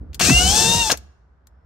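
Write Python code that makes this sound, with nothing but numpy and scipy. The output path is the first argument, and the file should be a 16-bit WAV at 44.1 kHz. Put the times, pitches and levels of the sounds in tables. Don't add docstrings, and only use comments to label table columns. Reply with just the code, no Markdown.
import sys
import numpy as np
from scipy import signal
from scipy.fft import rfft, irfft
from scipy.io import wavfile
from scipy.ndimage import uniform_filter1d

SR = 44100
rng = np.random.default_rng(int(sys.argv[2]) if len(sys.argv) > 2 else 0)


def pcm_store(signal):
    levels = np.round(np.clip(np.atleast_2d(signal), -1, 1) * 32767)
    wavfile.write(sys.argv[1], SR, levels.astype(np.int16).T)


def voltage_ratio(decibels):
    exponent = np.asarray(decibels, float) / 20
    return 10 ** exponent


N = 72765
START_S, BRAKE_S, STOP_S = .193, .895, .929


def curve(table, x, col=1, log=False):
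    points = np.array(table, float)
    if log:
        return np.interp(np.log(x + 1), np.log(points[:, 0] + 1), points[:, col])
    return np.interp(x, points[:, 0], points[:, col])


def unit(x):
    return x / np.sqrt(np.mean(x ** 2))


def colour(x, table):
    hz = np.fft.rfftfreq(N, 1 / SR)
    return irfft(rfft(x) * voltage_ratio(curve(table, hz, log=True)), N)


def walk(rate):
    hold = int(SR / rate)
    steps = np.repeat(rng.standard_normal(N // hold + 1), hold)
    return unit(uniform_filter1d(uniform_filter1d(steps, hold), hold)[:N])


def ring(x, modes):
    out = 0
    for hz, db, t60 in modes:
        radius = np.exp(-np.log(1000) / (t60 * SR))
        angle = 2 * np.pi * hz / SR
        poles = [1, -2 * radius * np.cos(angle), radius * radius]
        out = out + voltage_ratio(db) * np.sqrt(1 - radius) * signal.lfilter([np.sin(angle)], poles, x)
    return out


def gate(t, on, rise, off, fall):
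    return np.clip((t - on) / rise, 0, 1) * np.exp(-np.maximum(t - off, 0) / fall)


# (frequency [Hz], level [dB per Hz])
AIR_TONE = [(25, -24.5), (60, 1), (110, -15), (300, -25), (1500, -29.5), (2600, -49), (5000, -55),
            (12000, -74.5)]


def air(t):
    mid = unit(colour(rng.standard_normal(N), AIR_TONE))
    side = unit(colour(rng.standard_normal(N), AIR_TONE))
    side = signal.lfilter(*signal.butter(1, 400, "high", fs=SR), side)
    level_db = -55 + 5 * (t < STOP_S) + 0.95 * walk(8)
    return voltage_ratio(level_db) * (mid + .8 * side * np.array([[1], [-1]]))


# (time [s], level [dB])
RUMBLE_LEVEL = [(0, -30.5), (.19, -34), (.25, -34), (.4, -18.5), (.67, -26.5), (.72, -32), (.8, -37),
                (1.0, -39), (1.12, -58)]
# (frequency [Hz], level [dB per Hz])
RUMBLE_TONE = [(28, -28), (50, -2.5), (66, 11.5), (100, -13), (200, -13), (350, -21.5), (800, -41),
               (2000, -95.5)]


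def rumble(t):
    noise = unit(colour(rng.standard_normal(N), RUMBLE_TONE))
    level_db = curve(RUMBLE_LEVEL, t) - 3 + 1.5 * walk(20)
    return voltage_ratio(level_db) * noise * gate(t, 0, .012, 9, 1)


# (frequency [Hz], level [dB], t60 [s])
METAL = [(715, -8, .05), (1640, -8, .025), (2750, -5, .02), (4420, -7, .03), (5100, -8, .02),
         (5550, -7, .02), (5970, -7, .06), (6150, -5, .1), (6600, -7, .025), (6950, -7, .03),
         (8070, -10, .02), (8590, -9, .03)]
# (time [s], level [dB], centre frequency [Hz], length [s], metal ring level [dB])
KNOCKS = [(0.131, -46, 3000, 0.0077, -25), (0.145, -29.5, 5992, 0.0055, -44.5),
          (0.195, -21, 5500, .004, -43), (0.199, -15, 2800, 0.0045, -22), (0.207, -17, 930, 0.0044, -2.5),
          (0.211, -18, 2770, 0.019, 2.5), (0.206, -25, 329, 0.021, -9.5), (.243, -26.5, 2440, 0.024, 5),
          (.297, -18, 1310, 0.011, -20), (0.898, -17, 1007, 0.011, -1), (0.902, -18.5, 2760, 0.0031, -10),
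          (0.913, -16.5, 2280, 0.0032, -9), (0.917, -9.5, 6110, 0.0017, 2),
          (0.922, -21.5, 2500, 0.0023, -4), (0.931, -29.5, 2920, 0.0013, -8.5),
          (0.94, -29.5, 721, 0.0038, -10.5), (.950, -40.5, 1500, .004, -11.5),
          (.965, -57.5, 8000, 0.0037, -14), (0.973, -30.5, 6610, 0.004, -33),
          (1.4705, -44.5, 7800, 0.0029, -30), (1.471, -58, 1503, 0.00375, -32),
          (.922, -21.5, 370, .01, -20)]


def knocks(t):
    contact_noise, push_noise = rng.standard_normal((2, N))
    spread = 1.8
    blows, push = 0, 0
    for start, db, hz, length, ring_db in KNOCKS:
        band = signal.butter(1, [hz / spread, min(hz * spread, .45 * SR)], "band", fs=SR)
        blow = voltage_ratio(db) * gate(t, start, .0004, start + .0004, length)
        blows = blows + blow * unit(signal.lfilter(*band, contact_noise))
        push = push + voltage_ratio(ring_db) * blow * unit(signal.lfilter(*band, push_noise))
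    return blows + ring(push, METAL)


# (frequency [Hz], level [dB per Hz])
RATTLE_TONE = [(300, -5.5), (1000, -12.5), (2100, -18.5), (3000, -6.5), (6000, 2.5), (9000, -2.5),
               (11000, -12), (16000, -20)]
# (time [s], gear mesh frequency [Hz], rattle level [dB], load on the teeth [dB])
MOTOR = [
    (0.2, 418.5, -30, -1.5),
    (0.226, 473, -21, 0.5),
    (0.246, 550.2, -16.5, -3),
    (0.306, 664.6, -20, 1.5),
    (0.484, 765.7, -20, 0.5),
    (0.56, 865, -17, 0),
    (0.616, 887.7, -18, 1.5),
    (0.8, 943.2, -19.5, 1),
    (0.895, 848.5, -22.5, -5),
]


def rattle(t):
    planet_db = np.sin(2 * np.pi * 88.4 * t)
    force = voltage_ratio(walk(900) + planet_db + 1.1 * walk(25))
    hits = rng.standard_normal(N) * force
    impacts = unit(colour(hits, RATTLE_TONE)) + voltage_ratio(-13.5) * unit(ring(hits, METAL))
    running = gate(t, START_S, .007, STOP_S, 0.0047) * voltage_ratio(-4 * (t > BRAKE_S))
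    return voltage_ratio(curve(MOTOR, t, col=2)) * running * impacts


# (multiple of mesh frequency, level [dB], flutter [dB])
MESH = [(1, -32, 2), (2, -49, 5), (3, -40, 3), (4, -30, 2)]
# (frequency [Hz], width [Hz], gain [dB])
HOUSING = [(555, 200, -11.5), (998, 400, 5.5), (1560, 620, 6), (2800, 380, 12.5), (3650, 450, 3.5)]


def whine(t):
    mesh_hz = uniform_filter1d(curve(MOTOR, t), size=2600)
    phase = 2 * np.pi * np.cumsum(mesh_hz * (1 + .002 * walk(80))) / SR
    load_db = curve(MOTOR, t, col=3)
    out = 0
    for k, db, flutter_db in MESH:
        lift_db = sum(gain / (1 + (2 * (k * mesh_hz - hz) / width) ** 2) for hz, width, gain in HOUSING)
        level = voltage_ratio(db + load_db + lift_db + flutter_db * walk(40))
        out = out + level * np.sqrt(2) * np.sin(k * phase)
    return out * gate(t, START_S, 0.096, BRAKE_S, 0.0024)


# (frequency [Hz], level [dB], t60 [s])
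PANEL = [(135, -4.5, .1), (187.4, -1.5, .08), (349, -7, .1), (458.9, -5, .12), (726, -3, .25)]


def shaken_panel(t):
    free_s = .68
    modes = unit(ring(rng.standard_normal(N), PANEL))
    swell_db = 3.5 * np.exp(-((t - free_s) / 0.09) ** 2)
    return voltage_ratio(-28.5 + swell_db) * modes * gate(t, START_S, .02, free_s, .12) * (t < STOP_S)


# (time [s], level [dB], starting frequency [Hz])
JOLTS = [
    (0.229, -20, 220),
    (.284, -12.5, 340),
    (0.303, -8, 340),
    (.316, -5, 216.7),
    (0.346, -10.5, 79.55),
    (.745, -19, 233.6),
    (.765, -14, 126.3),
]


def booms(t):
    end_hz, fall_s, decay_s = 47, .024, .045
    out = 0
    for start, db, top_hz in JOLTS:
        since = np.maximum(t - start, 0)
        cycles = end_hz * since + (top_hz - end_hz) * fall_s * (1 - np.exp(-since / fall_s))
        out = out + voltage_ratio(db) * gate(t, start, .004, start + .004, decay_s) * np.sin(2 * np.pi * cycles)
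    return out


def lamp(t):
    return voltage_ratio(-86.5 + 3.5 * walk(15.96)) * np.sin(2 * np.pi * 5370 * t) * gate(t, 1.45, 0.031, 9, 1)


def room(x, t):
    t60_s, treble_t60_s = .6, .28
    sides = []
    for _ in range(2):
        noise = rng.standard_normal(N)
        low = signal.lfilter(*signal.butter(1, 1500, fs=SR), noise)
        tail = low * voltage_ratio(-60 * t / t60_s) + (noise - low) * voltage_ratio(-60 * t / treble_t60_s)
        echo = tail * (t > .006) / np.sqrt(np.sum(tail ** 2))
        sides.append(signal.fftconvolve(x, echo[:SR])[:N])
    return voltage_ratio(-25) * np.array(sides)


# (frequency [Hz], left minus right [dB])
LEFT_OVER_RIGHT = [(60, 1.0), (110, 1.5), (200, 2.5), (380, 2.0), (700, 3.5), (1290, 7.0), (2380, 2.5),
                   (4400, 8.5), (8120, 6.0), (15000, 0.0)]
# (frequency [Hz], side minus mid [dB])
SIDE_OVER_MID = [(60, -15), (110, -12), (200, -7), (380, -8), (700, -6), (1290, -1), (2380, -5), (4400, -2),
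                 (8120, -3), (15000, -5)]


def ports(x):
    hz = np.fft.rfftfreq(N, 1 / SR)
    side_ratio = voltage_ratio(curve(SIDE_OVER_MID, hz, log=True))
    power_ratio = voltage_ratio(2 * curve(LEFT_OVER_RIGHT, hz, log=True))
    in_step = (power_ratio - 1) * (1 + side_ratio ** 2) / (2 * side_ratio * (power_ratio + 1))
    in_step = np.clip(in_step, -1, 1)
    smear = rfft(rng.standard_normal(2000) * np.exp(-np.arange(2000) / 450), N)
    smear = smear / np.sqrt(np.mean(abs(smear) ** 2))
    scatter = .65
    rest = -1j * np.sqrt(1 - scatter) + np.sqrt(scatter) * smear
    side = irfft(rfft(x) * side_ratio * (in_step + np.sqrt(1 - in_step ** 2) * rest), N)
    return np.array([x + side, x - side])


def scene():
    t = np.arange(N) / SR
    background = air(t) + lamp(t)
    clatter = knocks(t) + rattle(t)
    tone = whine(t)
    panel = rumble(t) + shaken_panel(t) + booms(t)
    return ports(tone + clatter + panel) + room(.4 * tone + clatter, t) + background


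def band_limit(x):
    return signal.sosfilt(signal.butter(12, 16100, fs=SR, output="sos"), x)


# (frequency [Hz], level [dB])
FINAL_TONE = [(25, -12), (45, 0), (9300, -1), (10100, -20), (11300, 3), (13600, -9), (15500, 1), (16500, -32.5)]


def record(dry):
    heard = np.array([colour(channel, FINAL_TONE) for channel in dry])
    return band_limit(np.tanh(.9 * heard) / .9)


dry = scene()
out = record(dry)
pcm_store(out)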